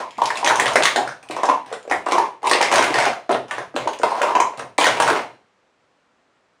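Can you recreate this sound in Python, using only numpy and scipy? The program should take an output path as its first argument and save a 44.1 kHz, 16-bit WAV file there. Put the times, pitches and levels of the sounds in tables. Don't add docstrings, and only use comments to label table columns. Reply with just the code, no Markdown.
import sys
import numpy as np
from scipy import signal
from scipy.fft import rfft, irfft, next_fast_len
from scipy.io import wavfile
from scipy.ndimage import uniform_filter1d

SR = 44100
rng = np.random.default_rng(int(sys.argv[2]) if len(sys.argv) > 2 else 0)


def generate_wav(sig):
    pcm = np.round(np.clip(np.atleast_2d(sig).T, -1, 1) * 32767).astype(np.int16)
    wavfile.write(sys.argv[1], SR, pcm)


def volts_from_decibels(level):
    exponent = np.asarray(level, float) / 20
    return 10 ** exponent


N = 291041


def unit(x):
    return x / np.sqrt(np.mean(x ** 2) + 1e-20)


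def along(points, hz):
    point_hz, value = np.transpose(points)
    return np.interp(np.log(hz + 1), np.log(point_hz + 1), value)


def filtered(x, response):
    size = next_fast_len(N + SR // 2)
    hz = np.fft.rfftfreq(size, 1 / SR)
    return irfft(rfft(x, size) * response(hz), size)[:N]


def resonances(modes):
    def response(hz):
        total = 0
        for k, (pitch, width, db) in enumerate(modes):
            damping = 1j * hz * width
            mode = volts_from_decibels(db) * damping / (pitch * pitch - hz * hz + damping)
            total = total + (-1) ** k * mode
        return total
    return response


def causal(points):
    def response(hz):
        cepstrum = irfft(np.log(volts_from_decibels(along(points, hz))))
        half = len(cepstrum) // 2
        cepstrum[1:half] *= 2
        cepstrum[half + 1:] = 0
        return np.exp(rfft(cepstrum))
    return response


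def place(times, shapes):
    first = np.round(np.clip(times, 0, None) * SR).astype(int)
    at = first[:, None] + np.arange(shapes.shape[1])
    return np.bincount(at.ravel(), shapes.ravel(), N + SR)[:N]


def bursts(times, db, t60, dust_db, tint_db):
    t = np.arange(1024) / SR
    shape = rng.standard_normal((len(times), len(t))) * volts_from_decibels(dust_db - 60 * t / t60)
    shape[:, 0] = 1
    spectrum = rfft(shape)
    tint = unit(uniform_filter1d(rng.standard_normal(spectrum.shape), size=30, axis=1))
    tinted = irfft(spectrum / np.abs(spectrum) * volts_from_decibels(tint_db * tint))
    return place(times, tinted * volts_from_decibels(-30 * t / t60) * volts_from_decibels(db)[:, None])


def pops(peaks, db, hz, length):
    t = np.arange(2048) / SR
    u = t / length[:, None]
    swell = (u / 2) ** 2 * np.exp(2 - u)
    tone = np.sin(2 * np.pi * hz[:, None] * t)
    return place(peaks - 2 * length, volts_from_decibels(db)[:, None] * swell * tone)


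def rings(times, db, hz, t60, rise, size=2048):
    t = np.arange(size) / SR
    swell = (1 - np.exp(-t / rise[:, None])) ** 2
    fall = volts_from_decibels(db[:, None] - 60 * t / t60[:, None])
    return place(times - 2 * rise, fall * swell * np.sin(2 * np.pi * hz[:, None] * t))


def chatter(rate, spread_db):
    hit = rng.random(N) < rate / SR
    return hit * rng.choice([-1, 1], N) * volts_from_decibels(spread_db * rng.uniform(-0.73, 1, N))


# pitch_hz [Hz], level_db [dB per Hz]
HUSH = [(15, -45), (25, -22.5), (249, -6.5), (440, -7), (513, -4), (555, -6), (1270, -8), (1640, -10.5),
        (7940, -29), (10800, -42), (12000, -56.5), (15600, -76.5), (22000, -120)]
HUSH_DB = -63.5


def hush():
    noise = rng.standard_normal(N)
    return volts_from_decibels(HUSH_DB) * unit(filtered(noise, lambda hz: volts_from_decibels(along(HUSH, hz))))


# pitch_hz [Hz], width_hz [Hz], level_db [dB]
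CUP_AIR = [(700, 347, -1), (773, 268, 1.5), (980, 233, -6.5)]
# pitch_hz [Hz], level_db [dB]
RIM = [(1200, -7.5), (2500, 6), (4000, 3), (6000, 0.5), (9000, -1), (16000, -13.5)]
# air_db [dB], rim_db [dB]
EARLIER = (-10.5, -36.5)


def earlier():
    blow = np.eye(1, N)[0]
    air_db, rim_db = EARLIER
    air = volts_from_decibels(air_db + 43.5) * filtered(blow, resonances(CUP_AIR))
    return air + volts_from_decibels(rim_db + 2) * filtered(blow, causal(RIM))


# pitch_hz [Hz], t60_s (time to fall 60 dB) [s]
ROOM = [(100, 0.43), (400, 0.28), (1000, 0.24), (3000, 0.27), (9000, 0.24)]
LATE_DB, LATE_SLOWER = -25, 2.36
FIRST_WALL_S = 0.0014


def room(x, count=9):
    noise = rng.standard_normal((count, SR * 3 // 4))
    hz, t, z = signal.stft(noise, SR, nperseg=256)
    fall_db = -60 * t / along(ROOM, hz)[:, None]
    fall = volts_from_decibels(fall_db) + volts_from_decibels(LATE_DB + fall_db / LATE_SLOWER)
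    tails = signal.istft(z * fall, SR, nperseg=256)[1]
    tails = tails * (1 - np.exp(-np.arange(tails.shape[1]) / SR / FIRST_WALL_S))
    stretch = np.arange(N) // 1024 % count
    total = np.zeros(N)
    for k, tail in enumerate(tails):
        share = np.sqrt(np.abs(uniform_filter1d(1. * (stretch == k), size=256)))
        total += signal.fftconvolve(x * share, tail / np.linalg.norm(tail))[:N]
    return total


# pitch_hz [Hz], width_hz [Hz], level_db [dB]
WALL = [(1550, 900, 11.5), (2080, 520, 35), (2840, 360, 5.5)]
# pitch_hz [Hz], width_hz [Hz], level_db [dB]
BOOM = [(59.7, 45, -11.5), (129.7, 2.4, -3)]
SLIDE_STARTS = [0, .19, .44, .755, .962, 1.30, 1.665, 1.90, 2.064, 2.44, 2.611, 2.718, 2.944, 3.296, 3.512,
                3.766, 4.035, 4.217, 4.575, 4.785, 5.002, 1.228, 2.416, 3.474, 3.655]
# length_s [s], air_db [dB], chatter_db [dB], table_boom_db [dB]
SLIDES = [(0.4, -48, -43, -50), (0.47, -25.5, -43, -55.5), (0.3, -20, -48.5, -33.5),
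          (0.28, -23.5, -41, -41), (0.16, -38.5, -60, -45.5), (0.24, -26.5, -38, -45),
          (0.064, -32.5, -46.5, -44.5), (0.05, -23, -43, -35.5), (0.15, -23, -29.5, -51.5),
          (0.3, -22.5, -31.5, -43.5), (0.0407, -18.5, -19, -43), (0.2, -14.5, -23.5, -28.5),
          (0.12, -15, -19.5, -31.5), (0.052, -32.5, -39.5, -29), (0.073, -28.5, -38, -40),
          (0.045, -25.5, -29.5, -30.5), (0.27, -22, -44.5, -53.5), (0.31, -35.5, -44, -56.5),
          (0.016, -26, -40, -30.5), (0.2, -17, -26.5, -39.5), (0.16, -15.5, -24, -31.5),
          (0.04, -44.5, -67, -46), (0.03, -37, -53, -56.5), (0.04, -36.5, -45.5, -57),
          (0.05, -63, -69, -46)]
GRIP_S, LET_GO_S = 0.0033, 0.039


def slide():
    length, air_db, chatter_db, boom_db = np.transpose(SLIDES)
    t = np.arange(N) / SR - np.array(SLIDE_STARTS)[:, None]
    dying = np.exp(-np.clip(t - length[:, None], 0, None) / LET_GO_S)
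    moving = np.clip(t / GRIP_S, 0, 1) * dying

    def level(db):
        return volts_from_decibels(db - 5.5) @ moving

    hollow = unit(filtered(chatter(400, spread_db=11.0), resonances(CUP_AIR)))
    contacts = chatter(370, spread_db=18.5)
    walls = unit(filtered(contacts, resonances(WALL)))
    rims = unit(filtered(contacts, causal(RIM)))
    rattle = unit(walls + 0.5 * rims)
    boom = unit(filtered(chatter(64, spread_db=-0.5), resonances(BOOM)))
    return level(air_db) * hollow + level(chatter_db) * rattle + level(boom_db) * boom


# pitch_hz [Hz], level_db [dB]
TABLE = [(95, -27), (150, -31.5), (185, -16.5), (300, -5.5), (450, 0.5), (600, 3.5), (800, 1), (1300, -4),
         (3000, -21), (9000, -38.5)]
# peak_s [s], level_db [dB], pitch_hz of the air
# [Hz], table_db [dB]
CUP_LANDINGS = [(0.19, -6.5, 975, -28), (0.219, 2, 958, -15.5), (0.306, -9.5, 1035, -19),
                (0.429, -6.5, 930, -17), (0.449, -5, 910, -9.5), (0.472, -9.5, 870, -9.5), (0.508, -5, 996, -13),
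                (0.555, -12.5, 1070, -7), (0.6, -10, 1050, -9), (0.661, -12, 899, -5), (0.757, -4, 600, 1.5),
                (0.805, -6, 799, -6), (0.855, -6.5, 1133, -18.5), (0.96, -7, 663, -7.5),
                (0.988, -11.5, 794, -13.5), (2.442, -8.5, 980, -15), (2.468, -2, 963, -12.5),
                (2.513, -4.5, 1074, -4.5), (2.55, -6.5, 900, -4), (2.6075, -0.7, 848, -6.5),
                (2.716, -5, 983, -5), (2.738, -4.5, 626, -26.5), (2.777, -6.5, 634, -23), (2.809, -8, 890, -12),
                (3.002, -9, 798, -10), (3.065, -2.5, 744, -7.5), (4.785, 0, 943, -8.5), (4.822, -5, 910, -5),
                (4.87, -12, 560, -1), (5.0005, 1.5, 934, -10),
                (0.029, -15, 980, -23.5), (0.184, -12, 850, -14.5), (0.249, -12.5, 950, -12),
               (1.073, -26, 600, -22), (1.233, -42.5, 805, 3), (1.299, -18, 650, -12),
               (1.313, -19, 640, -1), (1.366, -13.5, 1003, -5), (1.387, -9.5, 1034, -12.5),
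               (1.434, -2.5, 1045, -8), (1.449, -7.5, 870, -9.5), (1.489, -1.5, 977, -9),
               (1.561, -15, 900, -19.5), (1.716, -19.5, 576, -11.5), (1.727, -16, 510, -2),
               (1.852, -27.5, 550, -10), (1.878, -17.5, 524, -18), (1.898, -21.5, 735, -0.5),
               (1.912, -2.5, 773, -7.5), (2.065, -11.5, 1020, -3.5), (2.087, -11, 975, -7.5),
               (2.121, -15, 550, 9), (2.181, -1, 910, -10), (2.201, -1, 947, -21.5),
               (2.241, -12, 1040, -21.5), (2.265, -35.5, 953, -19.5), (2.4309, -15, 813, -12),
               (2.945, -13, 712, 1),
                (3.102, -10, 706, -18), (3.2935, -3.5, 638, -7.5), (3.301, -7, 653, -9), (3.309, -8, 650, -2),
              (3.32, -27.5, 740, 8.5), (3.513, -17.5, 1154, -4.5), (3.582, -32, 535, 13.5),
              (3.742, -28, 515, -1.5), (3.764, -14, 530, 1), (3.858, -21, 560, -6), (3.874, -5, 960, -8.5),
              (3.894, -12.5, 964, -14), (4.034, -4.5, 980, -0.5), (4.119, -7.5, 954, -13),
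              (4.15, -9.5, 980, -19.5), (4.18, -11.5, 930, -17), (4.215, -5.5, 600, -17.5),
              (4.231, -2, 986, -8), (4.288, -7, 1096, -12.5), (4.3075, -3.5, 950, -16.5),
              (4.352, -0.5, 993, -8), (4.364, -0.5, 1005, -11), (4.402, 3.5, 975, -12.5),
              (4.4241, -2.5, 1000, -24.5), (4.537, -28, 500, -0.6), (4.597, -21, 950, 2.5),
              (4.624, -23, 700, -4.5), (5.084, -8, 953, -7), (5.104, -19.5, 1050, -12.5),
              (5.194, -20.5, 690, 1.5),
                (0.373, -18.5, 880, -19), (0.433, -7.5, 960, -13.5), (0.5175, -2.5, 877, -12.5),
            (0.61, -17, 1030, -15.5), (0.678, -9.5, 1030, -15), (0.778, -10, 887, -12.5),
            (0.785, -12, 665, -17), (0.837, -7, 940, -14), (0.978, -3, 740, -12), (1.0, -16, 820, -10.5),
            (1.013, -18, 770, -10), (1.441, -8, 810, -20.5), (1.467, -12, 980, -12),
            (1.497, -1, 1040, -8.5), (1.511, -7, 992, -16), (1.545, -16.5, 1000, -16.5),
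            (1.929, -10, 720, -13.5), (2.131, -5, 1060, -16.5), (2.154, -6, 1050, -10.5),
            (2.224, -14.5, 983, -8), (2.457, -4, 930, -17.5), (2.529, -11.5, 1190, -7.5),
            (2.626, -11, 814, -12), (2.79, -10.5, 1015, -8), (2.824, -11.5, 830, -13),
            (2.867, -19.5, 640, 1.5), (2.909, -26, 820, 0.5), (2.984, -14, 705, -22),
            (3.058, -19, 756, -19.5), (3.074, -28, 794, -13.5), (3.325, -10, 705, -6),
            (3.348, -20.5, 388, 11), (3.487, -35, 780, -13), (3.999, -20.5, 486, -7.5),
            (4.794, -11.5, 900, -18), (4.809, -7.5, 990, -14.5), (4.844, -4.5, 930, -12.5),
            (4.886, -12.5, 680, -14.5), (5.011, -10, 943, -15.5), (5.029, -14, 885, -15.5),
            (5.224, -26, 670, -8.5)]
LANDING_S, PEAK_LAG_S = 0.001198, 0.001223
TABLE_LEAD_S = 0.0016


def knocks():
    s, db, hz, table_db = np.transpose(CUP_LANDINGS)
    s = s + PEAK_LAG_S
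    air = pops(s, db - 0.5, hz, np.full(len(s), LANDING_S))
    blows = bursts(s - TABLE_LEAD_S, db + table_db + 36.0, t60=0.04, dust_db=-11.5, tint_db=1.5)
    thump = filtered(blows, causal(TABLE))
    return air + thump + volts_from_decibels(-15.5) * filtered(blows, resonances(BOOM))


RIM_TOUCHES = [(0.1785, -27.5, -47.5, 2300), (0.217, -17, -33.5, 2140), (0.2562, -9.5, -32.5, 2140),
               (0.3033, -19, -11.5, 1770), (0.3713, -16.5, -19, 2600), (0.4447, -9, -15.5, 2220),
               (0.4611, -8.5, -12.5, 2490), (0.4741, -5.5, -4.5, 1780), (0.5084, -21, -9, 1470),
               (0.5558, -13.5, -32, 1780), (0.5972, -3.5, -3.5, 1900), (0.6571, -10.5, -10, 1840),
               (0.7334, -16, -34, 1460), (0.7565, -4.5, -1.5, 2050), (0.8234, -12, -14.5, 1490),
               (0.834, -3.5, -26.5, 2410), (0.8538, -2, -3.5, 2000), (0.8736, -25.5, -17.5, 1900),
               (0.9597, -5.5, -14, 1690), (1.0755, -24, -17, 1500), (4.78, -7, -16, 2130),
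               (4.8004, -9.5, -18, 2370), (4.81, -7, -10, 2320), (4.8228, -12, -16, 1570),
               (4.8417, -5.5, -9, 1960), (4.8665, -5.5, -6, 1580), (4.9052, -20, -22, 1530),
               (5.0002, -6.5, -10.5, 1400), (5.0771, -12.5, -9.5, 1460), (5.1005, -10.5, -7.5, 1540),
               (1.091, -31.5, -21, 1520), (0.107, -34, -32, 3080), (0.355, -21, -37, 2710),
               (2.429, -29, -48, 2200), (2.4464, -24.5, -40, 1610), (2.461, -19.5, -37, 1380),
               (2.47, -8, -33, 2760), (2.4951, -10, -21, 3240), (2.5121, -3, -7, 1850),
               (2.5331, -10.5, -6, 2600), (2.612, -6, -18, 2890), (2.626, -9, -10, 1850),
               (2.714, -11.5, -13, 2170), (2.7233, -7, -22, 1360), (2.7383, -6, -13, 1870),
               (2.7563, -4.5, -10, 1570), (2.7812, -9.5, -10.5, 1500), (2.8239, -10, -10, 1480),
               (2.8398, -10.5, -13, 1730), (2.9411, -10.5, -10.5, 1800), (2.9859, -10.5, -10, 1520),
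               (3.0234, -15.5, -13, 1670), (3.053, -13.5, -14, 1450), (3.1318, -32, -21, 1430),
               (3.599, -36, -32, 1600), (3.315, -19.5, -27, 1380), (3.482, -35, -43, 1350),
               (3.5096, -21.5, -15, 1850), (3.5816, -25, -16.5, 1600),
               (1.2276, -33, -42, 2080), (1.287, -27.5, -36, 2730), (1.309, -17.5, -48, 2740),
              (1.3634, -22, -41, 1390), (1.4318, -15.5, -26.5, 1520), (1.4889, -19.5, -18.5, 2350),
              (1.6606, -34, -43, 1750), (1.738, -31.5, -24.5, 1440), (1.828, -36, -58.5, 1430),
              (1.897, -24.5, -43.5, 1510), (1.9119, -17.5, -15, 1930), (1.9216, -15.5, -9, 1900),
              (2.0606, -26, -32, 1380), (2.1108, -20.5, -23, 2220), (2.1197, -11, -18.5, 2410),
              (2.182, -16.5, -15, 1770), (3.7621, -17, -16.5, 2880), (3.8747, -20.5, -28, 1880),
              (3.932, -20.5, -34, 1860), (3.9875, -24.5, -50, 2410), (4.032, -13.5, -24, 2200),
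              (4.108, -30.5, -30, 2200), (4.1465, -36, -55, 1380), (4.178, -33.5, -36, 2400),
              (4.216, -12, -11, 1450), (4.2293, -17.5, -17, 2400), (4.352, -17, -23.5, 2500),
              (4.4006, -10, -13.5, 2300), (4.5732, -26.5, -45.5, 1350), (4.593, -23, -33.5, 1500),
               (0.236, -18.5, -37, 1360), (0.49, -11, -16.5, 2060), (0.499, -17.5, -9, 1490),
              (0.516, -23, -25, 1380), (0.6092, -19.5, -18, 1935), (0.6194, -23.5, -21.5, 2250),
              (0.6654, -21.5, -18.5, 1560), (0.679, -15, -13.5, 1300), (0.77, -22.5, -7.5, 1650),
              (0.789, -22.5, -19.5, 2140), (0.8638, -19.5, -15, 2080), (0.881, -22, -15, 1540),
              (0.909, -23.5, -18, 2030), (0.9629, -26.5, -13, 1670), (1.454, -20, -23.5, 1640),
              (1.4978, -21.5, -37, 1380), (1.7258, -22, -31, 1920), (1.104, -37.5, -36, 1480),
              (1.114, -37, -31.5, 1600), (1.8764, -36.5, -40, 2320), (2.085, -23.5, -29.5, 1950),
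              (2.15, -21.5, -21.5, 1300), (2.5544, -17, -13, 1920), (2.64, -27, -19.5, 1930),
              (2.7915, -10.5, -13, 1680), (2.868, -27, -23, 1697), (3.001, -15, -17, 2250),
              (3.3106, -27.5, -21.5, 1210), (3.5197, -28.5, -21, 1550), (3.755, -33.5, -34, 1270),
              (4.0163, -28.5, -25.5, 1430), (4.784, -10.5, -12.5, 2230), (4.8552, -13.5, -6.5, 1890),
              (4.88, -23, -11.5, 1460), (4.888, -17, -26.5, 1530), (5.0217, -11, -17.5, 1590),
              (5.087, -23.5, -12, 1470), (5.109, -28, -15, 1550), (5.154, -35, -17, 1470),
               (.462, -31, -14.5, 3200), (.665, -30, -10, 3100), (0.873, -30, -12.5, 3550),
              (2.535, -31, -12.5, 3270), (3.328, -42, -19.5, 3620), (3.344, -45, -21, 2920),
              (4.813, -31, -9.5, 3100), (4.836, -29.5, -13, 3380), (4.875, -33, -11, 3400),
              (4.911, -32, -19, 2860)]
CONTACT_LAG_S = 0.0009
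SCATTER_DB, SHARPER = 7, 1.1
TINT_DB = 4


def ticks():
    touches = RIM_TOUCHES
    s, db, wall_db, hz = np.transpose(touches)
    s = s + CONTACT_LAG_S
    dust_db = SCATTER_DB - SHARPER * np.clip(db + 12.5, 0, None)[:, None]
    clicks = bursts(s, db + 20, t60=0.032, dust_db=dust_db, tint_db=TINT_DB)
    wall = rings(s, wall_db + 12.0, hz, t60=14 / hz, rise=0.43 / hz)
    return filtered(clicks, causal(RIM)) + wall


# peak_s [s], level_db [dB], pitch_hz [Hz]
STACKS = [(0.178, -28.5, 288), (0.619, -17.5, 433), (0.76, -17.5, 490), (0.966, -16, 342),
          (1.299, -20.5, 338), (1.728, -23.5, 460), (2.075, -23.5, 388), (2.194, -17, 425),
          (2.447, -22.5, 480), (2.526, -14.5, 403), (2.606, -24.5, 450), (2.73, -27.5, 398),
          (2.793, -10.5, 380), (2.904, -14, 360), (2.945, -11, 467), (3.053, -21, 370), (3.296, -10.5, 394),
          (3.746, -22, 285), (3.861, -23, 403), (4.036, -26, 436), (4.239, -22, 440), (4.3, -23, 383),
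          (4.356, -23, 474), (4.787, -22, 433), (5.003, -15.5, 486), (5.104, -10, 420)]
# start_s [s], level_db [dB]
THUDS = [(0.212, -47), (0.492, -36), (0.591, -48), (0.654, -42), (0.749, -34), (0.819, -46), (0.963, -51),
         (1.298, -46), (1.669, -50), (2.118, -45), (2.636, -49), (2.781, -30), (2.944, -37), (3.315, -38),
         (3.484, -57), (3.762, -50), (4.002, -48), (4.392, -49), (4.582, -56), (4.786, -50), (4.876, -31),
         (5.151, -44)]
STACK_LANDING_S = 0.0018
TOP_MODE_HZ, TOP_T60_S, TOP_RISE_S = 119.4, 0.43, 0.008


def stacks():
    s, db, hz = np.transpose(STACKS)
    low_pops = pops(s + 0.00314, db - 0.5, hz, np.full(len(s), STACK_LANDING_S))
    at, thud_db = np.transpose(THUDS)
    same = np.ones(len(at))
    top = rings(at + 2 * TOP_RISE_S, thud_db + 5.0, TOP_MODE_HZ * same, TOP_T60_S * same,
                TOP_RISE_S * same, size=12288)
    return low_pops + top


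# pitch_hz [Hz], level_db [dB], t60_s [s]
TRINKET = (4100, 3, .6)
# start_s [s], level_db [dB]
HAND_SLAP = (5.22, 9)


def trinket(shake):
    hz, db, t60 = TRINKET
    slap_s, slap_db = HAND_SLAP
    shake = shake + place(np.array([slap_s]), volts_from_decibels([[slap_db]]))
    width_hz = np.log(1000) / np.pi / t60
    return filtered(shake, resonances([(hz, width_hz, db)]))


# pitch_hz [Hz], level_db [dB]
MICROPHONE = [(60, -23), (200, -1.5), (6500, -3), (7800, -7), (8700, -4), (10300, -8), (11300, -22),
              (12000, -42), (12700, -22.5), (13400, -16), (14600, -11), (15600, -19.5), (16000, -30.5)]
WET_DB = 1.5


def scene():
    cups = knocks() + stacks() + ticks() + slide()
    tail = volts_from_decibels(WET_DB) * room(cups + earlier())
    heard = filtered(cups + tail + trinket(cups), causal(MICROPHONE))
    return (volts_from_decibels(-2.5) * heard + hush())[None]


def top_cut(x):
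    return signal.sosfilt(signal.butter(12, 16670, fs=SR, output="sos"), x)


def record(dry):
    top_hz, bass_hz = 16650, 28
    clipped = dry / (1 + np.abs(dry / 0.8) ** 10) ** (1 / 10)
    limited = filtered(clipped[0], lambda hz: (hz < top_hz) * 1j * hz / (bass_hz + 1j * hz))[None]
    return top_cut(limited)


dry = scene()
out = record(dry)
generate_wav(out)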